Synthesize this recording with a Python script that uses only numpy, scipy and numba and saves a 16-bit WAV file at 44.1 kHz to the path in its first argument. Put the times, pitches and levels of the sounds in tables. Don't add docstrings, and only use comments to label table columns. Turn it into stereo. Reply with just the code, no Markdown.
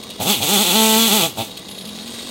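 import sys
import numpy as np
from scipy import signal
from scipy.fft import rfft, irfft
from scipy.io import wavfile
from scipy.ndimage import uniform_filter1d
from numba import njit

SR = 44100
rng = np.random.default_rng(int(sys.argv[2]) if len(sys.argv) > 2 else 0)


def materialize(psi):
    bounded = np.clip(np.atleast_2d(psi).T, -1, 1)
    quanta = np.round(bounded * 32767).astype(np.int16)
    wavfile.write(sys.argv[1], SR, quanta)


N = 101430
TIME = np.arange(N) / SR

# frequency_hz, relative_density_db (each filter is scaled to unit power gain)
AIR_SPECTRUM = [(25,-2),(70,13),(200,12),(600,-20),(1500,-17),(15000,-70)]
ECHO_SPECTRUM = [(100, -8.5), (700, -1), (2500, 4.5), (4000, -1.5), (15000, -3)]
NEEDLE_SPECTRUM = [(2000,-25),(4500,0),(5500,-17),(7000,-6),(8300,6),(9300,-3),(10500,-7),(15000,-13)]
IDLE_CHAIN_SPECTRUM = [(880, -36), (1500, -4), (1790, -11), (1970, -4), (2310, -7.5), (2750, -6.5),
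                       (2970, -3.5), (3830, 4), (4020, 0), (5720, -7), (8710, -9.5), (10200, -16),
                       (11200, -24), (12300, -16), (15500, -20)]
IDLE_PUFF_SPECTRUM = [(40,-63),(100,-3),(200,8),(330,9),(480,7.5),(650,3),(900,-1),(1200,-1),(1700,-34.5),(4000,-31)]
INTAKE_SPECTRUM = [(40,-31),(70,-25),(105,8.5),(150,13),(220,7.5),(320,-22),(450,-6),(560,4),(670,6.5),(800,11),(920,9.5),(1100,-29),(1400,-51.5),(4000,-49)]
MUFFLER_SPECTRUM = [(40,-34),(75,-10),(105,-4),(165,7.5),(220,11.5),(300,6),(430,5.5),(550,0.5),(670,-1),(800,5.5),(890,7),(1020,-11),(1120,-1.5),(1330,-2.5),(1520,-7.5),(1750,-25.5),(2000,-21.5),(2600,-15.5),(5000,-27)]
OUTLET_SPECTRUM = [(500,-29),(1700,-37),(1970,-6.5),(2200,-14),(2450,-2.5),(2800,-11),(3070,4),(3250,-6.5),(3430,10),(3600,-1),(3750,-28),(3960,1.5),(4500,-7),(5300,-22.5),(12000,-24)]
RASP_SPECTRUM = [(200,-40),(1000,-10),(1750,-42),(2100,-12.5),(2500,-3),(2900,-5),(3450,2),(3800,0),(4300,-4.5),(5200,-15.5),(7000,-17.5),(16000,-14.5)]
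CHAIN_SPECTRUM = [(1000,-24),(3000,0.5),(5300,-8),(6400,0),(7100,-2.5),(8000,1.5),(9600,-8),(11200,-1.5),(13200,-5),(15000,-7.5),(16000,-4.5)]

# frequency_hz, width_hz, relative_level_db
BAR_MODES = [(2860,8.9,5),(3416,130,-2),(3782,42,1.5),(3830,43,4),(4240,65,1.5),(4570,96,-10),(6530,60,-2.5),(8650,350,-11),(10870,310,-19)]
# middle_s, level_db, bright_scrape_db (relative levels)
CLINKS = [(.036,-33,-45),(.105,-33,-39),(1.514,-36,-49),(1.574,-32,-38),(1.594,-44,-43),(1.689,-37,-51),(1.716,-36,-47),(1.751,-38,-47),(1.786,-34,-48),(1.813,-37,-49),(1.855,-36,-48),(1.876,-37,-44),(1.892,-38,-46),(2.080,-35,-48)]
# time_s, hum_pitch_hz, hum_level_db, chain_level_db (levels before trims)
IDLE = [(0,218.4,-40,-38.5),(.18,215,-46,-38),(1.35,201,-47,-40.5),(1.48,195.5,-45,-40),(1.63,191,-44.5,-40),(1.78,189,-41,-39),(1.88,211,-35,-38),(1.98,221,-35.5,-34),(2.05,221.2,-37.5,-37.5),(2.13,226,-40.5,-34),(2.3,242.5,-40,-33)]
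# start_s, length_s, level_db
GULPS = [(0.197,0.033,-22.5),(0.248,0.029,-24),(0.403,0.059,-26.5),(1.226,0.041,-23),(1.375,0.049,-23.5)]
# multiple_of_firing_rate, level_db (before its gates)
DRONE_HARMONICS = [(1,-34),(2,-35),(3,-41)]
# time_s, firings_per_s
SPEED = [(0.2, 93.7), (0.22, 127.0), (0.23, 133.9), (0.248, 127.2), (0.278, 179.0), (0.306, 212.1),
         (0.316, 212.7), (0.334, 191.7), (0.364, 135.3), (0.41, 95.3), (0.43, 134.3), (0.44, 153.7),
         (0.468, 140.4), (0.51, 197.9), (0.54, 211.9), (0.578, 186.3), (0.614, 219.2), (0.624, 216.4),
         (0.654, 169.0), (0.686, 183.1), (0.714, 168.2), (0.748, 208.2), (0.762, 220.9), (0.956, 219.1),
         (0.996, 227.1), (1.07, 226.7), (1.1, 188.0), (1.148, 223.5), (1.176, 210.3), (1.222, 164.0),
         (1.262, 165.8), (1.308, 114.1), (1.36, 83.1), (1.388, 111.6), (1.418, 114.5), (1.44, 102.9)]
# time_s, exhaust_level_db, rasp_level_db (before trims)
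REVS = [(0.2, -25, -31), (0.216, -23, -27), (0.244, -30, -32), (0.278, -19, -21), (0.312, -18, -20),
        (0.344, -28, -20), (0.406, -33, -32), (0.43, -23, -20), (0.462, -29, -25), (0.49, -20, -20),
        (0.548, -18, -19), (0.62, -18, -19), (0.644, -27, -20), (0.662, -23, -22), (0.7, -20, -17),
        (0.724, -21, -21), (0.744, -17, -17), (0.832, -15, -20), (0.914, -17, -19), (0.966, -15, -19),
        (1.076, -20, -17), (1.09, -23, -21), (1.128, -17, -18), (1.25, -21, -19), (1.3, -37, -38),
        (1.35, -49, -51), (1.364, -36, -50), (1.37, -30, -36), (1.394, -23, -26), (1.418, -23, -24),
        (1.44, -34, -39)]
# time_s, hiss_level_db (before trim)
HISS = [(0.2, -36), (0.224, -24.5), (0.248, -28), (0.298, -17.5), (0.406, -30), (0.442, -22), (0.462, -24),
        (0.498, -19), (0.628, -18.5), (0.648, -21.5), (0.834, -17.5), (1.126, -20), (1.14, -18.5),
        (1.258, -22), (1.35, -49), (1.386, -30), (1.41, -36.5), (1.46, -32.5)]

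AIR_DB, ECHO_DB, ECHO_T60_S = -50.5, -12, 0.18
SWISH_S, SWISH_RISE_S, SWISH_DB = 2.03, 0.034, -42.5
SQUEAL_S, SQUEAL_LENGTH_S, SQUEAL_HZ, SQUEAL_WIDTH_HZ, SQUEAL_DB = 1.87, 0.23, 11060, 300, -48
CLINK_RISE_S, CLINK_FALL_S = 0.005, 0.007
IDLE_HZ, COAST_S, HUM_WAVER_HZ = 44.4, 0.088, 7.5
HUM_TRIM_DB, CHAIN_TRIM_DB, IDLE_PUFF_DB, BAR_RING_DB = -1.5, -3.0, -40, -5
GULP_EDGE_S = 0.0042
FULL_HZ = 222.7
JITTER_FULL, JITTER_SLOW, SCATTER_DB = 0.001, 0.009, 1.0
GAS_DB, SLOW_GAS_DB = -17, 6
EXHAUST_TRIM_DB, SLOW_EXHAUST_DB = -0.7, -5.5
CRACK_DB, SLOW_CRACK_DB = -2.5, -7.5
SPIT_DB, SLOW_SPIT_DB = -3.5, 3.6
HISS_TRIM_DB = 1
SHUT_DB = -24
OPEN_S, CLOSE_S = 0.0028, 0.04
TOP_HZ = 15850


def undb(db):
    return 10 ** (np.asarray(db) / 20)


def unit(x):
    return x / np.sqrt(np.mean(x ** 2) + 1e-18)


def even(x):
    return x / np.sqrt(uniform_filter1d(x ** 2, size=1600) + 1e-12)


def curve(table, axis):
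    rows = np.array(table, float)
    return np.interp(TIME, rows[:, 0], rows[:, axis])


def noise():
    return rng.standard_normal(N)


def walk(rate):
    size = max(int(SR / rate), 1)
    smooth = uniform_filter1d(noise(), size, mode="wrap")
    return unit(uniform_filter1d(smooth, size, mode="wrap"))


def colour(x, points):
    size = 4096
    hz, db = np.array(points, float).T
    bins_hz = np.arange(size + 1) * SR / size / 2
    gain = unit(undb(np.interp(np.log(bins_hz + 1), np.log(hz), db)))
    cepstrum = irfft(np.log(gain))
    cepstrum[1:size] *= 2
    cepstrum[size + 1:] = 0
    response = irfft(np.exp(rfft(cepstrum)))[:size]
    return signal.fftconvolve(x, response)[:N]


@njit
def resonate(x, hz, width):
    y, band, low = np.empty(len(x)), 0., 0.
    for i in range(len(x)):
        g, damping = np.tan(np.pi * hz[i] / SR), width / hz[i]
        v = (band + g * (x[i] - low)) / (1 + g * (g + damping))
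        band, low, y[i] = 2 * v - band, low + 2 * g * v, damping * v
    return y


def firings(hz, jitter, scatter_db):
    turns = np.cumsum(hz * (1 + jitter * walk(320))) / SR
    beats = np.arange(1, int(turns[-1]))
    at = np.interp(beats, turns, np.arange(N))
    index = np.clip(at.astype(int)[:, None] + np.arange(-7, 9), 0, N - 1)
    offset = index - at[:, None]
    shape = np.sinc(offset) * np.cos(np.pi * offset / 16) ** 2
    pulses = np.zeros(N)
    np.add.at(pulses, index, shape * undb(scatter_db * noise()[:len(at), None]))
    return pulses * np.sqrt(SR / hz), turns % 1


def puffs(phase, cycles, steady, grain_db):
    flare = steady + np.exp(-phase / cycles)
    return unit(noise() * flare * undb(grain_db * walk(950)))


def bar(x):
    return sum(undb(db) * resonate(x, np.full(N, float(hz)), float(width)) for hz, width, db in BAR_MODES)


def air():
    return undb(AIR_DB) * colour(noise(), AIR_SPECTRUM)


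def trees(x):
    tail = noise() * undb(-60 * TIME / ECHO_T60_S) * np.minimum(TIME / 0.0033, 1)
    tail = colour(tail, ECHO_SPECTRUM)
    return x + undb(ECHO_DB) * signal.fftconvolve(x, tail / np.linalg.norm(tail))[:N]


def needles():
    grains = unit(noise() * undb(3.26 * walk(900)))
    swell = (1 + np.tanh((TIME - SWISH_S) / SWISH_RISE_S)) / 2
    return colour(grains, NEEDLE_SPECTRUM) * undb(SWISH_DB) * swell


def squeal():
    tone = unit(resonate(noise(), np.full(N, float(SQUEAL_HZ)), float(SQUEAL_WIDTH_HZ)))
    swell = np.exp(-((TIME - SQUEAL_S) / SQUEAL_LENGTH_S) ** 2)
    return tone * undb(SQUEAL_DB + 4.1 * walk(68)) * swell


def clinks():
    knock, scrape = np.zeros(N), np.zeros(N)
    for middle, db, bright_db in CLINKS:
        age = TIME - middle
        shape = np.exp(-(age / np.where(age < 0, CLINK_RISE_S, CLINK_FALL_S)) ** 2)
        knock += undb(db) * shape
        scrape += undb(bright_db) * shape
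    links = unit(noise() * undb(2.5 * walk(1200)))
    ring = bar(links * knock) / np.std(bar(links))
    thud = colour(links * knock, RASP_SPECTRUM)
    return 1.04 * ring + 0.54 * thud + colour(links * scrape, CHAIN_SPECTRUM)


def idling():
    since = TIME - REVS[-1][0]
    hz = IDLE_HZ + (since > 0) * (SPEED[-1][1] - IDLE_HZ) * np.exp(-abs(since) / COAST_S)
    pulses, phase = firings(hz, jitter=0.07, scatter_db=0.5)
    gas = puffs(phase, cycles=0.25, steady=0.6, grain_db=1.0)

    hum_hz = curve(IDLE, axis=1) + HUM_WAVER_HZ * walk(57)
    tone = np.sin(2 * np.pi * np.cumsum(hum_hz) / SR)
    throb = 1 + 0.59 * np.cos(2 * np.pi * phase)
    hum = unit(tone * throb * undb(0.48 * walk(40))) * undb(curve(IDLE, axis=2) + HUM_TRIM_DB)

    chain_db = curve(IDLE, axis=3)
    puff_db = IDLE_PUFF_DB + 0.29 * (chain_db - np.mean(chain_db))
    puff = colour(gas + 0.17 * pulses, IDLE_PUFF_SPECTRUM) * undb(puff_db)

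    links = puffs(phase, cycles=0.16, steady=2.2, grain_db=2.5)
    slide = colour(links, IDLE_CHAIN_SPECTRUM) + undb(BAR_RING_DB) * unit(bar(links))
    return hum + puff + slide * undb(chain_db + CHAIN_TRIM_DB)


def intake(strokes):
    gate = np.zeros(N)
    for start, length, db in GULPS:
        opening = np.tanh((TIME - start) / GULP_EDGE_S)
        closing = np.tanh((TIME - start - length) / GULP_EDGE_S)
        gate += undb(db) * (opening - closing) / 2
    return colour(strokes, INTAKE_SPECTRUM) * gate


def revving():
    hz, exhaust_db, rasp_db = curve(SPEED, axis=1), curve(REVS, axis=1), curve(REVS, axis=2)
    slow = np.clip(2 * (1 - hz / FULL_HZ), 0, 1)
    pulses, phase = firings(hz, JITTER_FULL + JITTER_SLOW * slow, SCATTER_DB)
    gas = undb(GAS_DB + slow * SLOW_GAS_DB) * puffs(phase, cycles=0.73, steady=0.28, grain_db=2)
    strokes = pulses + gas
    exhaust_gain = undb(exhaust_db + EXHAUST_TRIM_DB + SLOW_EXHAUST_DB * slow ** 2)
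    exhaust = even(colour(strokes, MUFFLER_SPECTRUM)) * exhaust_gain

    crack = undb(CRACK_DB + SLOW_CRACK_DB * slow) * colour(pulses, OUTLET_SPECTRUM)
    spit = colour(puffs(phase, cycles=0.9, steady=0.8, grain_db=0.2), RASP_SPECTRUM)
    spit = spit * undb(SPIT_DB + SLOW_SPIT_DB * slow) * undb(1.8 * walk(87))
    rasp = (crack + spit) * undb(rasp_db)

    hiss = colour(puffs(phase, cycles=0.9, steady=1, grain_db=1.0), CHAIN_SPECTRUM)
    hiss = hiss * undb(curve(HISS, axis=1) + HISS_TRIM_DB + 0.5 * walk(60))

    drone = sum(undb(db) * np.sqrt(2) * np.sin(2 * np.pi * k * phase) for k, db in DRONE_HARMONICS)
    drone = drone * np.minimum(undb(rasp_db + 30), 1) / (1 + undb(exhaust_db - SHUT_DB) ** 2)

    before = np.minimum(TIME - REVS[0][0], 0)
    after = np.maximum(TIME - REVS[-1][0], 0)
    running = np.exp(before / OPEN_S - after / CLOSE_S)
    return running * (exhaust + rasp + hiss + drone) + intake(strokes)


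def scene():
    sources = revving() + idling() + clinks() + squeal() + needles()
    mono = trees(sources) + air()
    return np.array([mono, mono])


def record(dry):
    return signal.sosfilt(signal.ellip(12, .2, 90, TOP_HZ, fs=SR, output="sos"), dry)


dry = scene()
out = record(dry)
materialize(out)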